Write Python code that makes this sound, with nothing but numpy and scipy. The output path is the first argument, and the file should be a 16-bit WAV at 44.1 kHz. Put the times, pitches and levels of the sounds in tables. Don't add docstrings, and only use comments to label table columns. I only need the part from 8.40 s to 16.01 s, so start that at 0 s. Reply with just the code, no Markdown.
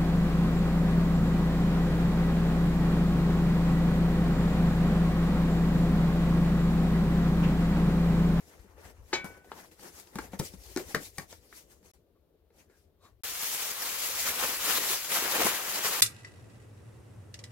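import sys
import numpy as np
from scipy import signal
from scipy.fft import rfft, irfft, next_fast_len
from scipy.io import wavfile
from scipy.ndimage import uniform_filter1d, map_coordinates

SR = 44100
rng = np.random.default_rng(int(sys.argv[2]) if len(sys.argv) > 2 else 0)


def wav_record(signal):
    frames = np.transpose(np.atleast_2d(signal))
    bounded = np.clip(frames, -1, 1)
    quanta = np.round(bounded * 32767).astype(np.int16)
    wavfile.write(sys.argv[1], SR, quanta)


def volts_from_decibels(level):
    exponent = np.asarray(level, float) / 20
    return 10 ** exponent


N = 335589


def unit(x):
    return x / np.sqrt(np.mean(x ** 2) + 1e-20)


def along(points, hz):
    point_hz, value = np.transpose(points)
    return np.interp(np.log(hz + 1), np.log(point_hz + 1), value)


def curves(rows):
    seconds, *columns = np.transpose(rows)
    return [np.interp(np.arange(N) / SR, seconds, column) for column in columns]


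def wobble(rate):
    return map_coordinates(rng.standard_normal(N // 100), [np.arange(N) * rate / SR])


def filtered(x, response):
    m = next_fast_len(N + SR // 2)
    return irfft(rfft(x, m) * response(np.fft.rfftfreq(m, 1 / SR)), m)[..., :N]


def peak(f, hz, width):
    return 1j * f * width / (hz * hz - f * f + 1j * f * width)


def strokes(rows, bend):
    s, db, rise, fall, low_db = np.transpose(rows)[..., None]
    coarse = np.arange(0, N, 32)
    late = coarse / SR - s
    distance = np.maximum(-late / abs(rise), late / abs(fall))
    power = volts_from_decibels(2 * (db - 10 * distance ** bend))
    layers = power, power * volts_from_decibels(2 * low_db)
    return [np.interp(np.arange(N), coarse, np.sqrt(layer.sum(0))) for layer in layers]


def rush(spectrum, alike, patchy_db=2, per_s=3000, grain=0, spread_db=4, life_s=.001):
    z = signal.stft(rng.standard_normal((2, N)), nperseg=256)[2]
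    patches = uniform_filter1d(rng.standard_normal(z.shape[1:]), size=5, axis=0)
    patches = uniform_filter1d(patches, size=9, axis=1)
    noise = signal.istft(z * volts_from_decibels(patchy_db * unit(patches)), nperseg=256)[1][:, :N]
    sizes = volts_from_decibels(spread_db * np.clip(rng.standard_normal(N), -3, 2.2))
    starts = (rng.random(N) < per_s / SR) * sizes
    fading = signal.lfilter([1], [1, -np.exp(-1 / (life_s * SR))], starts)
    bursts = fading * rng.standard_normal((2, N))
    share = np.clip(grain, 0, 1)
    pair = np.sqrt(1 - share) * unit(noise) + np.sqrt(share) * unit(bursts)

    def middle_and_side(hz):
        turn = np.arccos(np.clip(along(alike, hz), -1, 1)) / 2
        return volts_from_decibels(along(spectrum, hz)) * np.array([np.cos(turn), np.sin(turn)])

    mid, side = filtered(pair, middle_and_side)
    return np.array([mid + side, mid - side]) / np.std(mid)


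# start in seconds, peak level in dB, thump pitch in Hz, thump level in dB, crack level in dB.
LID_BLOWS = [(0.243, -60.5, 200, 5, -10), (0.379, -54, 567, -2, -29), (0.452, -47, 704, -8, -15),
             (0.7289, -24, 365.4, -17.5, -36.5), (0.7313, -17.5, 365.4, -15.5, -36.5),
             (0.7376, -24.5, 376, -12, -36), (1.045, -52.5, 730, -4, -32), (1.118, -35, 400, -9.5, -25),
             (1.395, -55, 154, -2, -12.5), (1.433, -45, 387, -8, -8), (1.756, -33.5, 189, -3, -11.5),
             (1.933, -42, 206, 4, -22), (1.944, -46.5, 202, 3, -22), (1.998, -30, 142, 2.5, -6),
             (1.9935, -36, 196, -4, -14), (2.137, -52, 180.6, 7.5, -10), (2.3624, -28.5, 326, 0.5, -16),
             (2.927, -43.5, 520, -15, -12), (3.429, -62, 194, 2, -11), (4.103, -64, 468, 0, -24.5)]
SIDE_BLOWS = [
    (0.843, -41.5, 177.5, 2, -24),
    (0.974, -58, 501, 4, -16),
    (1.7867, -30.5, 301.4, -10, -14.5),
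    (2.0115, -46, 170, 6, -15),
    (2.3735, -27, 356, -3, -14),
    (2.564, -34, 153.3, -3, -27),
    (2.545, -33.5, 229.7, 4, -24),
    (4.298, -59.5, 380, -0.5, -22),
]
END_BLOWS = [
    (0.756, -25.5, 364, -22, -30),
    (2.548, -20.5, 451, -11, -12.5),
    (2.7815, -37, 201, -8, -12),
    (2.7836, -33, 144, -4, -9),
    (2.796, -40.5, 155.7, -7.5, -13.5),
    (3.127, -43.5, 390, -12.5, -25),
]
# pitch in Hz, width in Hz, level in dB.
STANDING_BOX = [(261, 91, -13), (364, 36, -1), (560, 91, -9), (886, 77, -3), (1290, 114, -5),
                (1643, 170, -2.5), (2300, 640, -6.5), (2900, 400, -4.5), (3960, 790, -5.5)]
LIFTED_BOX = [(231, 70, -3.5), (373.6, 40, -1.5), (480, 76, -5), (760, 200, -10), (1130, 200, -7.5),
              (1450, 130, -3), (1770, 160, -1), (2297, 340, -5), (2840, 300, -10.5), (4200, 1000, -7.5)]


def knocks():
    out, walls, cracks = np.zeros((3, N + SR))
    t = np.arange(SR // 4) / SR
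    panels = [(893, LID_BLOWS), (1425, SIDE_BLOWS), (1834, END_BLOWS)]
    for wall_hz, rows in panels:
        for s, db, thump_hz, thump_db, crack_db in rows:
            at = slice(round(s * SR), round(s * SR) + len(t))
            waver, rattle, grit = rng.standard_normal((3, len(t)))
            thump = np.sin(2 * np.pi * thump_hz * t) * volts_from_decibels(-60 * t / 0.044) * (1 - np.exp(-t / 0.0018))
            panel = np.sin(2 * np.pi * wall_hz * t + 0.04 * np.cumsum(waver))
            panel *= volts_from_decibels(-60 * t / 0.031) * (1 - np.exp(-t / 0.00039))
            out[at] += volts_from_decibels(db + thump_db + 9.0) * thump + volts_from_decibels(db - 3) * panel
            push = 4.84 * np.exp(-t / .0001)
            rattle *= volts_from_decibels(-60 * t / 0.041) + 0.31 * volts_from_decibels(-60 * t / 0.2)
            walls[at] += volts_from_decibels(db + 3) * (push + rattle)
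            grit *= 0.76 * volts_from_decibels(-60 * t / 0.012) + 0.19 * volts_from_decibels(-60 * t / 0.079)
            cracks[at] += volts_from_decibels(db + crack_db + 14.0) * (-2 * (t == 0) + grit)

    def box(modes):
        def response(f):
            total = sum((-1) ** k * volts_from_decibels(db) * peak(f, hz, width) for k, (hz, width, db) in enumerate(modes))
            return total / (1 + 1j * f / 5000) ** 2
        return response

    lifted = np.arange(N) / SR > 1.6
    standing_sound = filtered(walls[:N] * ~lifted, box(STANDING_BOX))
    lifted_sound = filtered(walls[:N] * lifted, box(LIFTED_BOX))
    crack_sound = filtered(cracks[:N], lambda f: peak(f, 5700, 7000) ** 2)
    return out[:N] + standing_sound + lifted_sound + crack_sound


# start in seconds, level in dB, pitch in Hz, time to fall 60 dB in seconds.
WALL_RINGS = [(.7295, -25, 890, 0.063), (.7295, -34, 1240, .05), (0.7298, -32.5, 1640, .05),
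              (.75, -36, 3950, .06), (.844, -40, 620, .04), (1.756, -42, 1150, .03),
              (1.7865, -33, 872, 0.066), (1.7864, -31, 1170, .03), (1.7865, -37, 2130, .035),
              (1.7865, -43, 2840, .03), (1.7863, -36, 439, 0.059), (1.933, -40, 540, .06),
              (1.933, -39, 738, 0.059), (1.935, -43, 870, .05), (1.996, -37.5, 1010, .04),
              (2.012, -41, 1300, .03), (2.3625, -36, 700, .05), (2.3735, -36.5, 705, 0.057),
              (2.5478, -32, 1140, 0.043), (2.5475, -32.5, 696, 0.031), (2.56, -36, 600, .08),
              (2.782, -38.5, 800, 0.046), (2.782, -37.5, 1125, 0.065), (2.782, -44, 2180, 0.051),
              (2.927, -42, 650, 0.027), (1.393, -53, 850, .04), (2.5475, -34, 2300, .03),
              (2.5475, -38, 3000, .02)]


def wall_rings():
    out, t = np.zeros(N + SR), np.arange(SR // 4) / SR
    for s, db, hz, t60 in WALL_RINGS:
        fade = volts_from_decibels(db - 60 * t / t60) * (1 - np.exp(-t / .0004))
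        out[round(s * SR):][:len(t)] += fade * np.sin(2 * np.pi * hz * t)
    return out[:N]


# start in seconds, level in
# dB, pitch in Hz, swell time in seconds, time to fall 60 dB in seconds.
AIR_BOOMS = [
    (2.392, -22, 373, .022, .085),
    (1.762, -37.5, 230, 0.0084, 0.166),
    (.7295, -26.5, 370, 0.0027, 0.0497),
    (6.5, -29.5, 380, 0.0092, 0.099),
]


def air_booms():
    out, t = np.zeros(N + SR), np.arange(SR // 4) / SR
    for s, db, hz, swell, t60 in AIR_BOOMS:
        waver = 0.011 * np.cumsum(rng.standard_normal(len(t)))
        fade = volts_from_decibels(db - 60 * t / t60) * (1 - np.exp(-t / swell))
        out[round(s * SR):][:len(t)] += fade * np.sin(2 * np.pi * hz * t + waver)
    return out[:N]


def after_blows():
    kicks = np.zeros((2, N))
    for s, db, _, thump_db, _ in LID_BLOWS + SIDE_BLOWS + END_BLOWS:
        kicks[:, round(s * SR)] = volts_from_decibels(2 * db), volts_from_decibels(2 * (db + thump_db))
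    t60 = 0.22
    return np.sqrt(signal.lfilter([1], [1, -volts_from_decibels(-120 / (t60 * SR))], kicks))


# time in seconds, hiss level in dB, seconds to rise the last 10 dB, seconds to fall 10 dB,
# scrape level over the hiss in dB.
PRESSING_STROKES = [(0, -67.5, .05, 0.03, 4), (.09, -66, .04, .07, -9), (.04, -71.5, .1, .1, 4),
                    (.125, -72, .03, 0.07, 11.5), (.21, -72, .3, .05, -4), (.58, -77, .15, .15, 9),
                    (.3, -75, 0.3, .3, 9), (.39, -73, .025, .06, 15), (.458, -60, 0.04, 0.04, 6),
                    (.505, -63, .04, -0.02, 5), (.696, -66, 0.06, .04, -1.5), (.78, -55, 0.05, .07, 6),
                    (.853, -57, .012, 0.03, 11.5), (.906, -64, 0.1, 0.05, 9.5), (.977, -72, .012, .02, 8),
                    (1.048, -71, .008, .12, 7), (1.01, -79, .1, .1, 12), (1.185, -58, 0.06, .06, 5),
                    (1.245, -64, .02, .06, 3), (1.318, -63, .006, .04, 0), (1.412, -58.5, .025, .05, 0)]
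TURNING_STROKES = [(1.452, -54.5, 0.049, 0.063, 1.5), (1.585, -54.5, 0.061, 0.06, -5.5),
                   (1.68, -68, 0.026, 0.035, -1), (1.75, -67, 0.031, .05, 1.5),
                   (1.841, -57.5, 0.11, 0.056, 5), (1.936, -58.5, 0.016, .03, 8.5),
                   (2.056, -46.5, 0.039, 0.041, -16), (2.145, -59, 0.036, 0.016, -3),
                   (2.31, -56, 0.13, 0.11, -6), (2.4, -51.5, 0.031, 0.041, -1),
                   (2.511, -49.5, 0.057, 0.032, -4), (2.656, -52, 0.11, 0.051, -11),
                   (2.77, -61, 0.037, .03, -9.5), (2.81, -57, 0.026, 0.039, -1),
                   (2.912, -55, 0.026, 0.06, -10), (3.07, -69, 0.086, .06, -3),
                   (3.18, -54.5, 0.054, 0.041, -7), (3.33, -66, 0.068, 0.055, -2.5),
                   (3.46, -66, 0.035, 0.075, -1.5)]
STACKING_STROKES = [
    (3.537, -69, 0.011, 0.024, -1.5),
    (4.195, -67.5, 0.041, 0.05, 3),
    (4.31, -78.5, .02, 0.063, 6),
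    (4.39, -73.5, 0.048, 0.062, -6),
    (4.655, -70, 0.029, 0.048, 5),
]
# time in seconds, level in dB, pitch in Hz, half length in seconds.
LID_SQUEAKS = [
    (3.765, -78, 1130, 0.014),
    (4.342, -74, 1650, 0.05),
    (4.658, -62.5, 1105, 0.039),
    (0.456, -59.5, 1925, 0.012),
    (0.498, -71, 1925, 0.015),
    (1.056, -69.5, 2500, .01),
    (4.204, -68, 2550, 0.02),
    (4.652, -68.5, 3880, .035),
]
# pitch in Hz, level per Hz in dB.
PALM_COLOR = [(1180, -36.5), (2000, -4.5), (3710, -6), (4270, -4), (5870, -1), (8820, -5), (14100, -3.5),
              (16100, -14.5), (16500, -27.5)]
SCRAPE_COLOR = [(400, -12), (750, 5), (1200, -0.5), (1900, -0.5), (3000, -12), (5000, -25.5)]
HOLLOW_COLOR = [(100, -20), (150, -5.5), (230, -7.5), (370, -2.5), (520, -5), (700, -15), (1100, -49)]
# pitch in Hz, likeness from -1 to 1.
BOX_LIKENESS = [(60, 0.94), (150, 0.97), (380, 0.6), (950, 0.66), (2380, -0.58), (5980, 0.045),
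                (15000, -0.47)]


def hands():
    t = np.arange(N) / SR
    hiss, rub = strokes(PRESSING_STROKES + TURNING_STROKES + STACKING_STROKES, bend=1.33)
    blow, thump = after_blows()
    rest = volts_from_decibels(np.where(t < SCENE_CHANGES[0][0], -67.5, -71.5))
    boom = np.sqrt(rest ** 2 + (volts_from_decibels(-2.5) * rub) ** 2 + (volts_from_decibels(-11.5) * thump) ** 2)
    rub = np.hypot(rub, volts_from_decibels(-25.5) * blow)
    grip = wobble(35)
    hushed = (t > .728) & (t < .8445)
    palm = hiss * volts_from_decibels(-24 * hushed + grip)
    palm = palm * rush(PALM_COLOR, BOX_LIKENESS, patchy_db=2.2, per_s=900, grain=0.1, life_s=0.0014, spread_db=3)
    scrape = rub * volts_from_decibels(-3.0 + grip)
    scrape = scrape * rush(SCRAPE_COLOR, BOX_LIKENESS, patchy_db=3.0, per_s=290, grain=0.12, life_s=.003)
    hollow = boom * volts_from_decibels(0.71 * wobble(23)) * rush(HOLLOW_COLOR, BOX_LIKENESS, patchy_db=2.0)
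    for s, db, hz, half in LID_SQUEAKS:
        tone = unit(signal.lfilter(*signal.iirpeak(hz, 9, SR), rng.standard_normal(N)))
        scrape += volts_from_decibels(db) * np.exp(-((t - s) / half) ** 2) * tone
    return (palm + scrape + hollow) * (t < SCENE_CHANGES[1][0])


# time in seconds, peak level in dB, half length in seconds, pitch in Hz.
FINGER_SCUFFS = [
    (0.8455, -35, .001, 9000),
    (1.6, -36.5, .001, 6970),
    (1.923, -51.5, 0.0036, 6000),
    (1.9915, -35.5, 0.0013, 9000),
    (1.9953, -25.5, 0.0027, 7600),
    (2.7845, -29, 0.0026, 7480),
    (1.315, -54, 0.00092, 3000),
    (1.674, -53, 0.0023, 2500),
    (.198, -56, .003, 6500),
    (.408, -58, .002, 7000),
]
# time in seconds, peak level in dB, half length in seconds, pitch in Hz.
NAIL_CLICKS = [(1.118, -26, .0005, 1000), (1.787, -24, .0007, 1400), (2.3627, -20, .0001, 6000),
               (2.3737, -18, .0001, 6500), (2.548, -16, .0007, 1600), (2.5476, -24, .00012, 5500),
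               (2.7758, -36, .00008, 8000), (2.9275, -33, .0001, 5500), (3.1272, -41, .0007, 1500),
               (4.1055, -63, .0003, 2000), (1.395, -48, .0004, 1500)]


def finger_tips():
    out, t = np.zeros(N + SR), np.arange(-SR // 50, SR // 50) / SR
    for s, db, half, hz in FINGER_SCUFFS:
        scuff = unit(signal.lfilter(*signal.iirpeak(hz, .8, SR), rng.standard_normal(len(t))))
        out[round(s * SR) - SR // 50:][:len(t)] += volts_from_decibels(db) * np.exp(-(t / half) ** 2) * .5 * scuff
    for s, db, half, hz in NAIL_CLICKS:
        click = np.exp(-(t / half) ** 2) * np.sin(2 * np.pi * hz * t)
        out[round(s * SR) - SR // 50:][:len(t)] += volts_from_decibels(db) * click
    return out[:N]


# pitch in Hz, level in dB, time to fall 60 dB in seconds.
STEEL_TONES = [(1504, -16, 0.85), (1516, -30, .5), (1860, -14, 0.22), (2100, -16, .2), (2270, -8, 0.37),
               (2540, -13.5, 0.21), (3075, -12, 0.2), (3460, -19.5, 0.26), (3910, -1.5, .1),
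               (4100, -9, .13), (4205, -12, 0.091), (4953, -16.5, .1), (6300, -21, .1), (6800, -18, .06)]


def steel_tool():
    out, t = np.zeros(N + SR), np.arange(SR // 2) / SR
    ring = np.zeros(len(t))
    for hz, db, t60 in STEEL_TONES:
        waver = .0018 / t60 * np.cumsum(rng.standard_normal(len(t)))
        ring += volts_from_decibels(db - 60 * t / t60) * np.sin(2 * np.pi * hz * t + waver)
    band = signal.butter(4, [3800, 7200], "band", fs=SR)
    rattle = signal.lfilter(*band, rng.standard_normal(len(t)))
    ring += 2.0 * volts_from_decibels(-60 * t / 0.11) * rattle
    out[round(.731 * SR):][:len(t)] += volts_from_decibels(-25.5) * ring * (1 - np.exp(-t / 0.0028))
    return out[:N]


# time in seconds, crackle level in dB, fold size as low-layer level in dB.
BAG_GRIP = [
    (4.83, -40.5, -8.5),
    (5.25, -41, -7),
    (5.36, -42.5, -3),
    (5.8, -41, -7.5),
    (6.4, -40.5, -3),
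    (6.64, -42.5, -8.5),
    (6.9, -40, -2.5),
    (7.2, -41, -2),
    (7.61, -43, -4),
]
# time in seconds, crackle level in dB, seconds to rise the last 10 dB,
# seconds to fall 10 dB, fold size in dB.
BAG_SQUEEZES = [(4.85, -42.5, 0.8, -0.1, -5.5), (5.035, -37.5, 0.06, 0.08, -8.5),
                (5.078, -37.5, 0.07, 0.1, -10.5), (5.15, -36, .05, 0.05, -8),
                (5.2, -38.5, 0.03, 0.15, -6.5), (5.318, -38, 0.08, 0, -5), (5.42, -39, 0, 0.04, -5),
                (5.462, -38, 0.08, 0.02, -7.5), (5.5, -37.5, 0.06, 0.08, -8), (5.655, -35, .12, 0.08, -8),
                (5.72, -41, .04, 0, -9), (5.805, -35, 0.11, .05, -8), (5.885, -31.5, 0.07, 0.05, -5.5),
                (6.0, -36.5, .08, 0.01, -0.5), (6.038, -38, 0.03, 0.02, 6.5),
                (6.035, -33, 0.05, 0.07, -5.5), (6.095, -34.5, 0.06, 0.09, -5),
                (6.25, -34.5, 0.05, 0.07, -5), (6.3, -29, 0.06, 0.0746, -4), (6.378, -30, .05, 0.01, -3.5),
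                (6.43, -35.5, 0.07, 0.06, -1.5), (6.525, -30, 0.09, 0.05, -8.5),
                (6.655, -43, 0.4, -0.2, -8.5), (6.72, -31, .02, 0.1, -3.5), (6.765, -33, .05, .06, -3),
                (6.85, -37, 0.08, 0.07, 1.5), (6.92, -34, .05, .04, -2.5), (6.96, -33, .04, .05, -0.5),
                (7.018, -30, .035, .05, 0.5), (7.07, -29.5, .04, 0.07, 0), (7.145, -37, 0.02, 0.1, -4),
                (7.29, -38, 0.07, 0.2, -2.5), (7.39, -35.5, 0.09, 0, -3.5), (7.452, -31, 0.035, 0.1, -2.5),
                (7.545, -36.5, 0.06, 0.3, -2.5)]
# pitch in Hz, level per Hz in dB.
CRACKLE_COLOR = [(1180, -18.5), (2000, -5), (4880, -2), (7260, -1.5), (8820, -6), (11600, -1.5),
                 (15750, -4.5), (16200, -28.5), (16500, -33.5)]
FOLD_COLOR = [(300, -25), (700, -2.5), (1200, 1), (2000, -2), (3000, -3.5), (6000, -27.5)]
PUFF_COLOR = [(70, -25), (150, -7), (350, -1.5), (520, 4.5), (700, -5), (1200, -29)]
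# pitch in Hz, likeness from -1 to 1.
BAG_LIKENESS = [(60, 0.31), (150, 0.95), (380, 0.84), (950, 0.55), (2380, 0.46), (5980, 0.11), (15000, 0.0)]


def bag():
    steady_db, size_db = curves(BAG_GRIP)
    bright, low = strokes(BAG_SQUEEZES, bend=1.18)
    bright = np.hypot(volts_from_decibels(steady_db), bright)
    low = np.hypot(volts_from_decibels(steady_db + size_db), low)
    squeeze = wobble(45)
    crackle = bright * volts_from_decibels(0.5 * squeeze + 0.4 * wobble(160))
    crackle = crackle * rush(CRACKLE_COLOR, BAG_LIKENESS, patchy_db=1.5, per_s=2700, grain=0.17,
                             life_s=0.0002, spread_db=2)
    fold = low * volts_from_decibels(-1.5 + 0.3 * squeeze + 0.54 * wobble(30))
    fold = fold * rush(FOLD_COLOR, BAG_LIKENESS, patchy_db=1.5, per_s=500, grain=0.18, life_s=0.00089)
    air_push = low * (low / bright) ** 0.37
    puff = air_push * volts_from_decibels(-9.5 + 0.3 * wobble(25)) * rush(PUFF_COLOR, BAG_LIKENESS, patchy_db=2.0)
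    return (crackle + fold + puff) * (np.arange(N) / SR > SCENE_CHANGES[1][0])


# start in seconds, peak level in dB, puff level in dB, puff pitch in Hz.
BIG_CREASES = [(5.032, -17, -35, 530), (5.147, -20.5, -38, 501), (5.864, -15.5, -43, 439),
               (5.893, -16, -31, 143), (6.037, -23, -34.5, 482), (6.279, -19.5, -20, 444),
               (6.33, -23.5, -32.5, 519), (6.384, -16.5, -17, 390), (6.526, -24, -20, 519),
               (6.649, -21.5, -32, 366), (6.708, -18.5, -33, 506), (6.824, -21, -10, 392),
               (6.854, -21, -9.5, 452), (6.996, -14, -12.5, 380), (7.047, -14.5, -15, 340),
               (7.052, -10, -12.5, 213), (7.058, -21, -17, 220), (7.065, -14, -16, 360),
               (7.447, -19, -18, 471), (7.4563, -8.5, -30, 450), (5.455, -21, -32, 450),
               (6.045, -18, -22, 500), (7.022, -14, -22, 400), (6.878, -13, -30, 450),
               (7.392, -15, -30, 450), (6.534, -15, -30, 450), (5.222, -20, -30, 450),
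               (6.986, -24, -4, 470), (7.005, -24, -5, 340), (7.069, -17, -8, 1000)]


def creases():
    out, t = np.zeros(N + SR), np.arange(SR // 10) / SR
    for s, db, puff_db, puff_hz in BIG_CREASES:
        fade = volts_from_decibels(-60 * t / 0.0029) + 0.37 * volts_from_decibels(-60 * t / 0.039)
        burst = volts_from_decibels(db - 8.5) * fade * rng.standard_normal(len(t))
        push = volts_from_decibels(db + puff_db + 2.5 - 60 * t / 0.03) * np.sin(2 * np.pi * puff_hz * t)
        out[round(s * SR):][:len(t)] += burst + push
    return filtered(out[:N], lambda f: peak(f, 1320, 13000) ** 2)


# pitch in Hz, time to fall 60 dB in seconds.
TILE_ECHO = [(150, 0.097), (1500, 0.16), (6000, 0.13), (14000, 0.13)]


def room(x):
    hz, t, z = signal.stft(rng.standard_normal((2, SR // 2)), SR, nperseg=256)
    fade = volts_from_decibels(-60 * t / along(TILE_ECHO, hz)[:, None])
    tail = signal.istft(z * fade, SR, nperseg=256)[1]
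    late = np.pad(x, (150, 0))[None]
    return signal.fftconvolve(late, tail / np.linalg.norm(tail[0]), axes=1)[:, :N]


# time in seconds, level in dB.
COUNTER_SHAKE = [(0.0, -62), (0.45, -59.5), (0.61, -51.5), (0.68, -60.5), (0.89, -56.5), (1.23, -71),
                 (1.68, -70), (1.78, -57.5), (2.03, -57.5), (2.58, -58.5), (3.26, -69), (4.6, -72.5),
                 (4.76, -65), (5.3, -75.5), (5.93, -59), (6.98, -68.5), (7.08, -52), (7.2, -71.5)]
# pitch in Hz, level per Hz in dB.
SHAKE_COLOR = [(15, -29), (30, -15.5), (55, -0.5), (85, 0), (105, -5.5), (140, -29), (300, -65.5)]
AIR_COLOR = [(300, -30.5), (600, -10), (1200, -14), (2000, -21), (3700, -20), (8000, -31), (14000, -20),
             (16300, -29.5)]


def kitchen():
    level_db = curves(COUNTER_SHAKE)[0] + 1.1 * wobble(20)
    shake = volts_from_decibels(level_db) * rush(SHAKE_COLOR, [(50, 0.94)], patchy_db=-2.0)
    air = volts_from_decibels(-82.0) * rush(AIR_COLOR, [(600, .7), (2000, .2)], patchy_db=.5)
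    return shake + air


def heard(x, side, lag_s):
    sign = np.array([[1], [-1]])
    return filtered(x, lambda hz: volts_from_decibels(sign * along(side, hz) / 2) * np.exp(-1j * np.pi * hz * lag_s * sign))


# pitch in Hz, left over right in dB.
BOX_LEFT = [(60, 7.5), (180, 5.0), (550, 3.5), (1650, 4.0), (4970, 3.5), (15000, 5.0)]
BAG_LEFT = [(60, 6.5), (180, 3.0), (550, 3.0), (1650, 3.0), (4970, 2.0), (15000, 3.5)]


def scene():
    blows = knocks() + steel_tool() + wall_rings()
    clicks = finger_tips() + air_booms()
    snaps = creases()
    box = hands() + blows + volts_from_decibels(-7.5) * room(blows + clicks) + kitchen()
    film = bag() + snaps + volts_from_decibels(-4.5) * room(snaps)
    box_heard = heard(box, BOX_LEFT, lag_s=-0.000074)
    tips_heard = heard(clicks * np.ones((2, 1)), BOX_LEFT, lag_s=-.00003)
    return box_heard + tips_heard + heard(film, BAG_LEFT, lag_s=.00007)


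def low_pass(x):
    return signal.sosfilt(signal.butter(12, 16890, fs=SR, output="sos"), x)


# start in seconds, end in seconds.
SCENE_CHANGES = [
    (3.516, 3.535),
    (4.809, 4.835),
]


def record(dry):
    t = np.arange(N) / SR
    gates = [np.clip(np.maximum(a - t, t - b) / 0.0012, 0, 1) for a, b in SCENE_CHANGES]
    gate = np.prod(gates, axis=0) + volts_from_decibels(-53) * (t < 4.823)
    dulled = filtered(dry, lambda hz: np.where(hz < 16250, 1, volts_from_decibels(-40.0)))
    return low_pass(dulled * gate)


dry = scene()
out = record(dry)
wav_record(out)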